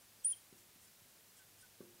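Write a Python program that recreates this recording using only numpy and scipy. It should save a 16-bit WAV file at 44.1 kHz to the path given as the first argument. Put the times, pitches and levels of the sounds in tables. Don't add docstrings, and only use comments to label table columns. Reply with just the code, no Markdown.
import sys
import numpy as np
from scipy import signal
from scipy.fft import rfft, irfft
from scipy.io import wavfile
from scipy.ndimage import uniform_filter1d

SR = 44100
rng = np.random.default_rng(int(sys.argv[2]) if len(sys.argv) > 2 else 0)


def transcribe(u):
    v = np.clip(np.atleast_2d(u).T, -1, 1)
    q = np.round(v * 32767).astype(np.int16)
    wavfile.write(sys.argv[1], SR, q)


def linear_from_db(decibels):
    return 10 ** (np.asarray(decibels, float) / 20)


N = 88200


def evened(x):
    return x / np.sqrt(np.mean(x ** 2) + 1e-20)


def read(points, hz):
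    f, value = np.transpose(points)
    return np.interp(np.log(hz + 1), np.log(f + 1), value)


def add(mix, s, sound):
    part = mix[round(s * SR):][:len(sound)]
    part += sound[:len(part)]


def resonate(x, hz, width):
    r = np.exp(-np.pi * width / SR)
    pole = r * np.exp(2j * np.pi * hz / SR)
    return 2 * signal.lfilter([1 - r], [1, -pole], x).real


def resonate_twice(x, hz, width):
    return resonate(resonate(x, hz, width), hz, width)


def wander(size, top_hz):
    k = max(int(SR / top_hz / 2), 2)
    smooth = uniform_filter1d(rng.standard_normal(size), k)
    return evened(uniform_filter1d(smooth, k))


def swell(length, rise):
    u = np.arange(0, length, 1 / SR) / length
    rise = np.clip(rise, .05, .95)
    return np.sin(np.pi / 2 * np.minimum(u / rise, (1 - u) / (1 - rise)))


# f/Hz, level/dB (per Hz)
HISS_COLOUR = [(12, -58.5), (20, -8.5), (214, -3.5), (274, -6), (492, -7), (688, -8), (1200, -9.5),
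               (1630, -9), (15600, -9.5)]


def hiss():
    shape = linear_from_db(read(HISS_COLOUR, np.fft.rfftfreq(N, 1 / SR)))
    noise = irfft(rfft(rng.standard_normal(N)) * shape, N)
    hum = resonate_twice(rng.standard_normal(N), 102.4, 12.6)
    return linear_from_db(-63.5) * evened(noise) + linear_from_db(-82) * evened(hum)


# t/s (centre), f/Hz (centre)
STRAY_PATCHES = [(.005, 6900), (.09, 5200), (.09, 15000), (.16, 15000), (.207, 4800), (.207, 8300),
                 (.439, 9700), (.532, 12400), (.834, 10400), (.88, 5200), (.88, 6400), (.88, 8300),
                 (.88, 12400), (.996, 13800), (1.159, 8300), (1.159, 13000), (1.159, 14500), (1.298, 4800),
                 (1.298, 6300), (1.6, 4800), (1.6, 9000), (1.6, 14500), (1.948, 7600), (1.948, 12400),
                 (1.99, 4800), (1.99, 12800)]


def strays():
    level_db, half_width_hz, patch_s = -77, 630, 0.023
    out = np.zeros(N)
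    hz, t = np.fft.rfftfreq(2048, 1 / SR), np.arange(-1024, 1024) / SR
    fade = np.exp(-(2 * t / patch_s) ** 4)
    for s, centre_hz in STRAY_PATCHES:
        band = abs(hz - centre_hz) < half_width_hz
        patch = evened(irfft(rfft(rng.standard_normal(2048)) * band))
        add(out, max(s + t[0], 0), linear_from_db(level_db) * patch * fade)
    return out


# f/Hz, t60/s
ROOM_DECAY = [(200, 0.285), (500, 0.644), (1500, 0.27), (3200, 0.3), (9600, 0.231)]


def room(x):
    tail_start_s, spacing = 0.0089, 20
    taps = np.zeros(SR // 2)
    at = np.arange(round(tail_start_s * SR), SR // 2 - spacing, spacing)
    at = at + rng.integers(0, spacing, len(at))
    taps[at] = rng.choice([-1., 1.], len(at))
    hz, t, z = signal.stft(taps, SR, nperseg=256)
    z = z * linear_from_db(-60 * t / read(ROOM_DECAY, hz)[:, None])
    z = z / np.linalg.norm(z, axis=1, keepdims=True)
    tail = signal.istft(z, SR, nperseg=256)[1]
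    return signal.fftconvolve(x, tail / np.linalg.norm(tail))[:N]


# t/s, level/dB (peak), f/Hz (of the push)
LANDINGS = [
    (0.191, -63, 195.5),
    (.528, -50, 260),
    (0.7606, -60, 211),
    (1.02, -64, 128),
    (1.8072, -40, 320),
    (1.944, -64, 119),
]
# f/Hz, level/dB, t60/s
PANE_MODES = [(212, -11, 0.0777), (250.2, -26, 0.41), (352, -22.5, 0.47), (380.5, -16.5, 0.097),
              (475, -22.5, 0.233), (882, -27, 0.073), (1129, -22, 0.07), (1550, -22, 0.049)]
# t/s (delay), level/dB
REFLECTIONS = [(.0055, -9), (.0073, -11), (.0105, -33), (.0335, -13.5), (0.0452, -19.5)]


def knocks():
    push_cycles, ring_hz, ring_rise_s = 0.4306, 320, 0.0045
    out = np.zeros(N)
    t, u = np.arange(-600, 600) / SR, np.arange(SR // 2) / SR
    ring = sum(linear_from_db(db - 60 * u / t60) * np.cos(2 * np.pi * hz * u) for hz, db, t60 in PANE_MODES)
    ring = ring * np.minimum(u / ring_rise_s, 1)
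    for s, db, hz in LANDINGS:
        push = np.exp(-(t * hz / push_cycles) ** 2) * np.cos(2 * np.pi * hz * t)
        start = s - 600 / SR
        add(out, start, linear_from_db(db) * push)
        for delay, wall_db in REFLECTIONS:
            add(out, start + delay, linear_from_db(db + wall_db) * push)
        add(out, s, linear_from_db(db) * (hz / ring_hz) ** 2 * ring)
    return out


# t/s (start), length/s, level/dB, share of length rising
STROKES = [
    (0.236, 0.0178, -57.5, 0.62),
    (0.245, 0.0386, -65.5, .4),
    (0.289, 0.0538, -59, 0.29),
    (.55, 0.073, -68, 0.85),
    (0.803, 0.0396, -67.5, 0.47),
    (.832, 0.029, -66, 0.81),
    (1.07, 0.064, -73, .5),
    (1.362, 0.045, -64.5, 0.4),
    (1.57, 0.0662, -65.5, 0.83),
    (1.83, 0.031, -80.5, 0.54),
]
# f/Hz, width/Hz, level/dB
NIB_MODES = [(3256, 720, -8), (5762, 1350, -8), (7323, 2130, -1), (8854, 2400, 1), (10610, 830, -8),
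             (12150, 2600, -14.5)]


def scuffs():
    slips_per_s, spread_db, smooth_share = 12000, 2, 0.263
    size = linear_from_db(spread_db * np.minimum(rng.exponential(1, N), 2.5)) * rng.choice([-1., 1.], N)
    slips = evened(size * (rng.random(N) < slips_per_s / SR))
    drag = slips + smooth_share * rng.standard_normal(N)
    felt = evened(sum(linear_from_db(db) * evened(resonate_twice(drag, hz, width)) for hz, width, db in NIB_MODES))
    pressure = np.zeros(N)
    for s, length, db, rise in STROKES:
        add(pressure, s, linear_from_db(db) * swell(length, rise))
    return felt * pressure


# t/s, level/dB, f/Hz
TIP_CATCHES = [
    (.2445, -45, 8400),
    (.248, -58, 12000),
    (1.6135, -53, 9400),
    (1.619, -55, 9200),
]


def catches():
    out, t = np.zeros(N), np.arange(-200, 200) / SR
    burst = np.exp(-(t / 0.00067) ** 2)
    for s, db, hz in TIP_CATCHES:
        add(out, s - 200 / SR, linear_from_db(db) * burst * np.cos(2 * np.pi * hz * t))
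    return out


# t/s (start), length/s, f/Hz, glide/Hz, level/dB
LOW_STICKS = [
    (0.2434, 0.0085, 3265, -44, -56.5),
    (0.327, 0.01756, 3211, -56.5, -51.5),
    (.36, 0.037, 3200, -12.5, -72.5),
    (.855, 0.0416, 1550, -25.5, -78.5),
    (1.387, 0.058, 1580, -110, -69),
    (1.624, 0.039, 1519, -40, -66),
]


def chirps():
    out = np.zeros(N)
    for s, length, hz, glide_hz, db in LOW_STICKS:
        shape = swell(length, 0.316)
        pitch = hz + np.linspace(0, glide_hz, len(shape))
        add(out, s, linear_from_db(db + 3.5) * shape * np.sin(2 * np.pi * np.cumsum(pitch) / SR))
    grip = 1 + 0.077 * wander(N, 300)
    return out * grip


# t/s, f/Hz, level/dB, looseness of grip (0-1)
SQUEAK_PATH = [
    (0.24, 7870, -59.5, .4),
    (0.2462, 8427, -47.5, 0.1),
    (.249, 8989, -31, 0),
    (.262, 9404, -31.5, 0),
    (.28, 9622, -35, 0),
    (0.2905, 9706, -37.5, 0.1),
    (.308, 9773, -36.5, 0.25),
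    (.323, 9452, -37, 0),
    (0.33, 9080, -52, 0),
]


def squeak():
    flutter_hz, pitch_flutter_hz = 260, 120
    t = np.arange(N) / SR
    s, hz, db, loose = np.transpose(SQUEAK_PATH)
    loose = np.clip(np.interp(t, s, loose), 0, 1)
    pitch = np.interp(t, s, hz) + pitch_flutter_hz * loose * wander(N, flutter_hz)
    level = linear_from_db(np.interp(t, s, db, -200, -200)) * (1 + loose * wander(N, flutter_hz))
    return np.sqrt(2) * level * np.sin(2 * np.pi * np.cumsum(pitch) / SR)


def scene():
    pen = squeak() + chirps() + catches() + scuffs()
    pane = signal.filtfilt(*signal.butter(1, 64, "high", fs=SR), knocks())
    wet = room(linear_from_db(-18.5) * pen + linear_from_db(-5.5) * pane)
    mono = pen + pane + wet + hiss()
    return mono + np.array([[1], [-1]]) * strays()


def low_pass(x):
    return signal.sosfilt(signal.butter(12, 15730, fs=SR, output="sos"), x)


def record(dry):
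    edge = signal.firwin(511, 15800, window=("kaiser", 9), fs=SR)
    limited = signal.oaconvolve(dry, edge[None], "same")
    return low_pass(limited)


dry = scene()
out = record(dry)
transcribe(out)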